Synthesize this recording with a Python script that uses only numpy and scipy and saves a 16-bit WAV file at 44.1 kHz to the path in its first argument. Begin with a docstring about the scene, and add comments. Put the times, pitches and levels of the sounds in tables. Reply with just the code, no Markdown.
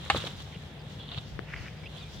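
"""Dry leaves rustle and two goats clash heads, a quick run of contacts ringing horns and skulls.
They land on their hooves and shove each other on a dirt verge beside a hedge; twigs snap, stalks crunch.
A dull tap sounds on the left, then the locked horns grate once in a stream of tiny slips.
Small birds call some way off, over traffic rumble, a distant engine's hum and a light breeze."""
import sys
import numpy as np
from scipy import signal
from scipy.fft import rfft, irfft
from scipy.io import wavfile

SR = 44100
rng = np.random.default_rng(int(sys.argv[2]) if len(sys.argv) > 2 else 0)


def inscribe(sig):
    """Save sig as 16-bit PCM at rate SR to the path in sys.argv[1].

    A 1-D sig is mono; a 2-D sig holds one channel per row.
    Samples are clipped to [-1, 1] before scaling.
    """
    pcm = np.round(np.clip(np.atleast_2d(sig).T, -1, 1) * 32767)
    wavfile.write(sys.argv[1], SR, pcm.astype(np.int16))


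N = 97020
T = np.arange(N) / SR
BIN_HZ = np.arange(N // 2 + 1) * SR / N

# Legs moving through the leaves and grit. Each row: time in seconds, level in dB.
LEG_MOTION = [(0, -49.5), (.06, -44), (.095, -46.5), (.115, -36.5), (.15, -40.5), (.165, -31.5), (.19, -40),
              (.225, -39), (.24, -43), (.264, -39.5), (.273, -35), (.285, -45.5), (.32, -48), (.375, -51),
              (.405, -44), (.44, -54), (.62, -53.5), (.78, -62.5), (.91, -52), (.97, -55.5), (1.12, -57),
              (1.18, -48.5), (1.33, -75), (1.88, -57.5), (1.97, -48.5), (2.08, -55), (2.17, -53),
              (2.2, -65)]


def from_db(db):
    """Decibels to gain."""
    return 10 ** (np.asarray(db) / 20)


def unit_rms(x):
    """Scale to unit rms."""
    return x / np.sqrt(np.mean(x ** 2) + 1e-20)


def envelope(curve):
    """Gain along a (seconds, dB) curve."""
    return from_db(np.interp(T, *np.transpose(curve)))


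def per_bin(points):
    """A (Hz, value) table interpolated over log frequency at every FFT bin."""
    hz, value = np.transpose(points)
    return np.interp(np.log(BIN_HZ + 1e-3), np.log(hz), value)


def colour(x, spectrum):
    """Filter by a (Hz, dB) table, keeping the power of white noise."""
    return irfft(rfft(x) * unit_rms(from_db(per_bin(spectrum))), N)


def pan(left_minus_right_db):
    """Left and right gains."""
    return from_db(np.array([[left_minus_right_db], [-left_minus_right_db]]) / 2)


def drift(rate_hz):
    """Random wander of unit rms, mostly below rate_hz."""
    return unit_rms(irfft(rfft(rng.standard_normal(N)) / (1 + (BIN_HZ / rate_hz) ** 2), N))


def correlate(two, coherence):
    """Mix two independent signals into a partly coherent stereo pair."""
    mid, side = rfft(two)
    left_right = np.sqrt(1 + coherence) * mid + np.sqrt(1 - coherence) * side * [[1], [-1]]
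    return irfft(left_right / np.sqrt(2), N)


def noise(coherence):
    """White stereo noise."""
    return correlate(rng.standard_normal((2, N)), coherence)


def grains(per_s, spread_db):
    """Two independent streams of random clicks, mostly small."""
    sizes = from_db(spread_db * np.minimum(rng.exponential(1, (2, N)), 4))
    signs = rng.choice([-1, 1], (2, N))
    return unit_rms(sizes * signs * (rng.random((2, N)) < per_s / SR))


def decay(start_s, t60_s):
    """Sudden onset, exponential fall."""
    return (T >= start_s) * from_db(-60 * np.clip((T - start_s) / t60_s, 0, 4))


def click(start_s):
    """Unit impulse."""
    return 1. * (np.arange(N) == int(start_s * SR))


def ring(x, hz, t60_s):
    """Resonator: a unit impulse starts a decaying sine of height 1."""
    radius = np.exp(-np.log(1000) / (t60_s * SR))
    angle = 2 * np.pi * hz / SR
    return signal.lfilter([0, np.sin(angle)], [1, -2 * radius * np.cos(angle), radius ** 2], x + 1e-18)


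def lowpass(x, hz):
    """Second-order low-pass."""
    return signal.sosfilt(signal.butter(2, min(hz, SR / 3), fs=SR, output="sos"), x + 1e-18)


def delay_right(x, lag_s):
    """Delay the right channel; a negative lag advances it."""
    return np.array([x[0], np.interp(T - lag_s, T, x[1])])


def knock(start_s, db, hz, t60_s, tick_db, bright_hz):
    """A damped ring and a dull tick, both softened by the contact."""
    body = lowpass(ring(click(start_s), hz, t60_s), bright_hz)
    tick = np.gradient(ring(click(start_s), hz=1200, t60_s=0.0018))
    tick = lowpass(lowpass(tick, bright_hz), 2 * bright_hz)
    return from_db(db) * (body + from_db(tick_db) * tick / np.abs(tick).max())


def background():
    """Traffic rumble, open air and a distant engine's wavering hum."""
    # Noise spectra. Each row: frequency in Hz, gain in dB.
    traffic_spectrum = [(20, -60), (32, -34), (42, -36), (52, -2.5), (75, -0.5), (110, -0.5), (170, -4),
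                        (220, -8.5), (320, -24), (500, -18), (1500, -92)]
    air_spectrum = [(100, 2.5), (300, 2), (480, 2.5), (750, 1), (1100, -8.5), (1900, -5), (2500, -8),
                    (3500, -4.5), (4800, -20.5), (7000, -27), (10000, -30), (15500, -33)]
    # Each row: frequency in Hz, left-right coherence from 0 to 1.
    air_coherence = [(100, 1), (1200, 0.44), (2500, 0.043), (4500, 0.028), (15000, 0.045)]
    # Each row: frequency in Hz, level in dB.
    engine_partials = [(75, -60), (150.2, -50.5)]
    traffic = from_db(-46 - 0.34 * drift(rate_hz=19)) * colour(noise(coherence=0.99), traffic_spectrum)
    air = from_db(-51 + 0.83 * drift(rate_hz=5.3)) * colour(noise(per_bin(air_coherence)), air_spectrum)
    hum = np.zeros(N)
    for hz, db in engine_partials:
        wander_rad = 0.43 * drift(rate_hz=1.6)
        hum += from_db(db) * np.sqrt(2) * np.sin(2 * np.pi * hz * T + wander_rad)
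    return pan(-0.5) * (traffic + hum) + pan(1.24) * air


def breeze():
    """Low gusts buffet each microphone port independently."""
    # Each row: time in seconds, level in dB.
    gusts = [(0, -58), (.13, -57), (.25, -65), (.39, -50), (.52, -67), (.9, -65), (1.25, -53), (1.33, -43),
             (1.48, -58.5), (1.61, -41.5), (1.72, -62), (1.85, -53), (1.98, -67), (2.2, -46)]
    # Each row: frequency in Hz, gain in dB.
    spectrum = [(25, -31), (40, 6), (55, -0.5), (80, -5.5), (130, -3), (250, -21.5), (800, -67)]
    return pan(5) * envelope(gusts) * colour(rng.standard_normal((2, N)), spectrum)


def leaves():
    """Legs brush through leaves, setting off dense crackle."""
    # Each row: frequency in Hz, gain in dB.
    spectrum = [(200, -3), (500, -7), (1000, -3), (1700, -6.5), (2500, -8), (3300, 0.5), (3900, -0.5),
                (4900, -17.5), (6600, -18), (9000, -22), (12000, -32), (16000, -35)]
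    crackle = correlate(grains(per_s=5000, spread_db=3.5), coherence=0.32)
    return colour(crackle * envelope(LEG_MOTION), spectrum)


def grit():
    """Sparse grains tick softly under the hooves."""
    # Each row: frequency in Hz, gain in dB.
    spectrum = [(2500, -9), (7000, 2.5), (10000, -8), (15000, -11)]
    return from_db(-17.5) * envelope(LEG_MOTION) * colour(grains(per_s=190, spread_db=4.3), spectrum)


def hedge_hiss():
    """A fine, high hiss comes and goes in the hedge."""
    # Each row: time in seconds, level in dB.
    swells = [(0, -68), (.27, -52), (.34, -62), (.41, -57), (.55, -66.5), (.69, -64.5), (.82, -85),
              (.92, -61), (1.08, -73), (1.3, -58), (1.42, -70.5), (1.62, -56), (1.73, -64), (1.83, -66.5),
              (1.9, -69), (2.0, -65), (2.07, -63), (2.14, -54), (2.2, -58.5)]
    # Each row: frequency in Hz, gain in dB.
    spectrum = [(2500, -18), (4200, 4.5), (5400, 4), (7000, -5), (10000, -18), (16000, -16)]
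    return envelope(swells) * colour(grains(per_s=9700, spread_db=3.3), spectrum)


def hooves():
    """Hooves knock on packed earth; body weight adds low thumps."""
    # Each row: start in seconds, level in dB, pitch in Hz, t60 in seconds, tick in dB, brightness in Hz.
    strikes = [(0.0614, -36, 493, 0.013, 4, 2000), (0.147, -18.5, 565, 0.022, -2.5, 1070),
               (0.158, -25.5, 283, 0.031, -1, 1990), (0.1613, -28, 483, 0.029, -9, 1980),
               (0.2406, -25.5, 525, 0.021, -5.5, 1400), (0.2567, -35, 380, 0.024, -8, 1200),
               (0.2715, -43, 413, 0.022, 10, 6500), (.404, -41.5, 345, 0.039, 3, 6000),
               (.555, -40, 450, .03, -7, 2000)]
    # Each row: start in seconds, level in dB, pitch in Hz, length in seconds.
    thumps = [(0.113, -30, 78.8, 0.06), (.150, -31.5, 192.5, 0.024), (.157, -34.5, 166, 0.02),
              (.172, -30, 114.4, 0.026), (.555, -36, 176.5, 0.035), (1.172, -27.5, 131, 0.022),
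              (1.585, -37, 103, 0.047)]
    out = sum(knock(*strike) for strike in strikes)
    for start_s, db, hz, length_s in thumps:
        age_s = T - start_s
        swell = np.sin(np.pi * np.clip(age_s / length_s, 0, 1)) ** 2
        out += from_db(db) * swell * np.sin(2 * np.pi * hz * age_s)
    return out


def head_clash():
    """Contacts ring the horns and skulls; a crack leads and the hedge scatters a short tail."""
    # Each row: start in seconds, level in dB, brightness in Hz.
    contacts = [(.1001, -11.5, 6000), (.1015, -31, 8000), (.1038, -23, 1700), (.1053, -31, 5000),
                (.1078, -18.5, 2520), (0.1461, -23.5, 1100)]
    # Each row: frequency in Hz, level in dB, t60 in seconds.
    horn_modes = [(447, -15, 0.024), (630, -14.5, 0.035), (818, -6, 0.039), (1100, -6, 0.049),
                  (1233, -6.5, 0.038), (1380, -16, 0.029), (1740, -5, 0.029), (2170, -10, 0.047),
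                  (2500, -5.5, 0.019), (2830, -1.5, 0.013), (2950, -17, 0.015), (3400, -27, 0.038),
                  (3650, -12, 0.03), (3970, -13, 0.023), (4335, -15, 0.028), (6000, -18.5, 0.034),
                  (8500, -11.5, 0.0094), (10200, -30, 0.011)]
    # Each row: frequency in Hz, gain in dB.
    crack_spectrum = [(300, -21), (900, 2), (2800, 4), (4300, -0.5), (5300, -17), (8200, -14), (10000, -47),
                      (16000, -47)]
    blows = sum(from_db(db) * lowpass(click(start_s), hz) for start_s, db, hz in contacts)
    blows = lowpass(blows, 13000)
    horns = sum((-1) ** k * from_db(db) * ring(blows, hz, t60_s)
                for k, (hz, db, t60_s) in enumerate(horn_modes))
    onset_s = contacts[0][0]
    crack = from_db(-23) * decay(onset_s, t60_s=0.049) * colour(noise(coherence=0.3), crack_spectrum)
    tail = from_db(-33) * decay(onset_s, t60_s=0.24) * colour(noise(coherence=0.17), crack_spectrum)
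    return delay_right(horns + crack, lag_s=80e-6) + tail


def twigs():
    """Dry twigs snap: each a short burst of fibre noise through one resonance."""
    # Each row: start in seconds, level in dB, pitch in Hz.
    snaps = [(0.1627, -23.5, 3910), (0.165, -30, 3460), (.183, -29.5, 3770), (.203, -26.5, 3720),
             (0.222, -30, 3260), (0.2497, -30.5, 4030), (0.2714, -28, 3710), (.31, -37.5, 3500),
             (0.402, -37, 3620), (1.0814, -35.5, 3700), (1.0903, -29.5, 3470), (1.1168, -26.5, 3750),
             (1.126, -37, 3160), (1.1457, -29.5, 3340), (1.1758, -29.5, 3660), (1.1836, -27, 3800)]
    bandwidth_hz, top_hz = 240, 4800
    ring_t60_s = np.log(1000) / (np.pi * bandwidth_hz)
    fibres = noise(coherence=0.33)
    out = np.zeros((2, N))
    for start_s, db, hz in snaps:
        snap = ring(fibres * decay(start_s, t60_s=0.0098), hz, ring_t60_s)
        snap = lowpass(lowpass(snap, top_hz), top_hz)
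        out += from_db(db) * snap / np.abs(snap).max()
    return out


def birds():
    """Short gliding whistles; fast pitch jitter makes some raspy."""
    # Each row: start and length in seconds, level in dB, start, middle and end pitch in Hz, roughness 0-1.
    notes = [(0.517, 0.035, -55.5, 2500, 2150, 2200, 0.26), (0.54, 0.027, -50.5, 2700, 2850, 2900, 0.4),
             (0.789, .035, -63.5, 4900, 4800, 4570, 0.4), (0.995, 0.028, -47, 3400, 3386, 3320, 0.15),
             (1.026, 0.041, -54.5, 3300, 3400, 3200, 0.14), (1.571, 0.027, -58.5, 4900, 4680, 4670, 0.3),
             (1.768, .06, -69.5, 4850, 4830, 4830, 0.03), (1.832, 0.02, -51.5, 2350, 2230, 2370, 0.36),
             (1.833, .045, -67, 4950, 5080, 4900, 0.19), (1.855, 0.023, -44.5, 2450, 2775, 2950, .46),
             (1.972, 0.0234, -52, 3100, 3650, 4000, 0.11), (1.975, 0.05, -61, 4500, 4730, 4440, 0.34),
             (2.005, 0.041, -52.5, 4000, 3650, 3460, 0.02), (2.006, 0.086, -59, 2480, 2426, 2400, 0.11),
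             (2.163, 0.04, -53, 3450, 3560, 3180, 0.23)]
    full_rasp_hz, fade_s = 677, 0.0045
    out = np.zeros(N)
    for start_s, length_s, db, start_hz, middle_hz, end_hz, roughness in notes:
        progress = np.clip((T - start_s) / length_s, 0, 1)
        glide = np.polyfit([0, .5, 1], [start_hz, middle_hz, end_hz], 2)
        hz = np.polyval(glide, progress) + roughness * full_rasp_hz * drift(rate_hz=475)
        swell = np.clip(np.minimum(progress, 1 - progress) * length_s / fade_s, 0, 1)
        out += from_db(db) * np.sqrt(2) * swell * np.sin(2 * np.pi * np.cumsum(hz) / SR)
    return pan(2.0) * out


def stalks():
    """A hoof grinds dry stalks into the dirt."""
    # Each row: time in seconds, level in dB.
    grinding = [(.96, -75), (1.0, -48.5), (1.035, -51), (1.065, -58), (1.105, -50.5), (1.12, -43.5),
                (1.16, -48), (1.18, -39), (1.2, -58), (1.28, -57), (1.32, -90), (1.88, -84), (1.92, -65),
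                (2.0, -57), (2.06, -71)]
    # Each row: frequency in Hz, gain in dB.
    spectrum = [(200, -22), (700, -3), (1300, -6.5), (2500, -16), (2850, 1.5), (3700, 0.5), (4400, -4),
                (5200, -34), (16000, -42)]
    crunch = correlate(grains(per_s=2000, spread_db=4.7), coherence=0.32)
    return colour(crunch * envelope(grinding), spectrum)


def tap():
    """A dull knock close on the left, with a low ring that reaches both sides."""
    # Level in dB, pitch in Hz, t60 in seconds.
    low_mode = (-40, 240, 0.01)
    db, hz, t60_s = low_mode
    start_s = 1.3918
    near = pan(15.5) * knock(start_s, db=-23.5, hz=395, t60_s=0.008, tick_db=-1.5, bright_hz=2200)
    return delay_right(near, lag_s=0.0006) + from_db(db) * ring(click(start_s), hz, t60_s)


def grating_horns():
    """Horn rubs on horn in dense tiny slips; a few bigger jerks ring at their own pitch."""
    # Each row: time in seconds, level in dB.
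    rubbing = [(1.42, -76), (1.47, -55), (1.507, -45.5), (1.522, -50.5), (1.535, -40), (1.55, -54),
               (1.57, -45), (1.61, -50), (1.665, -48.5), (1.69, -54), (1.73, -61), (1.80, -57.5),
               (1.85, -88)]
    # Each row: frequency in Hz, gain in dB.
    spectrum = [(300, -16), (1100, -3.5), (1450, 1.5), (2100, 3), (2900, -0.5), (3800, -23), (6000, -23),
                (10000, -40), (16000, -42)]
    # Each row: start in seconds, level in dB, pitch in Hz.
    big_slips = [(1.5378, -22, 1740), (1.5394, -31, 2000), (1.5411, -23, 2180), (1.5627, -29.5, 2130),
                 (1.5634, -33, 2700), (1.624, -38, 1900), (1.6637, -36, 1850), (1.6832, -30.5, 2380)]
    tiny_slips = correlate(grains(per_s=2200, spread_db=1.7), coherence=0.63)
    rub = colour(envelope(rubbing) * tiny_slips, spectrum)
    jerks = sum(from_db(db) * ring(click(start_s), hz, t60_s=0.0074) for start_s, db, hz in big_slips)
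    jerk_band = signal.butter(2, [1100, 3400], "band", fs=SR, output="sos")
    return pan(1.7) * (rub + signal.sosfilt(jerk_band, jerks))


def scene():
    """Goats, hedge, birds, street and breeze in stereo."""
    clash = head_clash()
    undergrowth = delay_right(leaves() + stalks() + twigs(), lag_s=-40e-6) + hedge_hiss()
    fight = clash + hooves() + undergrowth + grating_horns()
    return fight + breeze() + grit() + birds() + background() + tap()


def record(dry):
    """Each microphone port has its own colour; deep bass and top treble are cut."""
    # Each row: frequency in Hz, left minus right in dB.
    port_balance = [(60, 2.5), (1300, 0.5), (2100, 1), (2550, -5), (3300, -5), (3900, -.5), (5000, 7),
                    (7500, 3.5), (10000, -1), (15000, -1)]
    low_cut_hz, high_cut_hz = 47.6, 15900
    bass_cut = 1 / np.sqrt(1 + (low_cut_hz / (BIN_HZ + 1)) ** 12)
    port_gains = from_db(per_bin(port_balance) * np.array([[1], [-1]]) / 2)
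    ports = irfft(rfft(dry) * bass_cut * port_gains, N)
    return signal.sosfilt(signal.ellip(10, .1, 70, high_cut_hz, fs=SR, output="sos"), ports)


dry = scene()
out = record(dry)
inscribe(out)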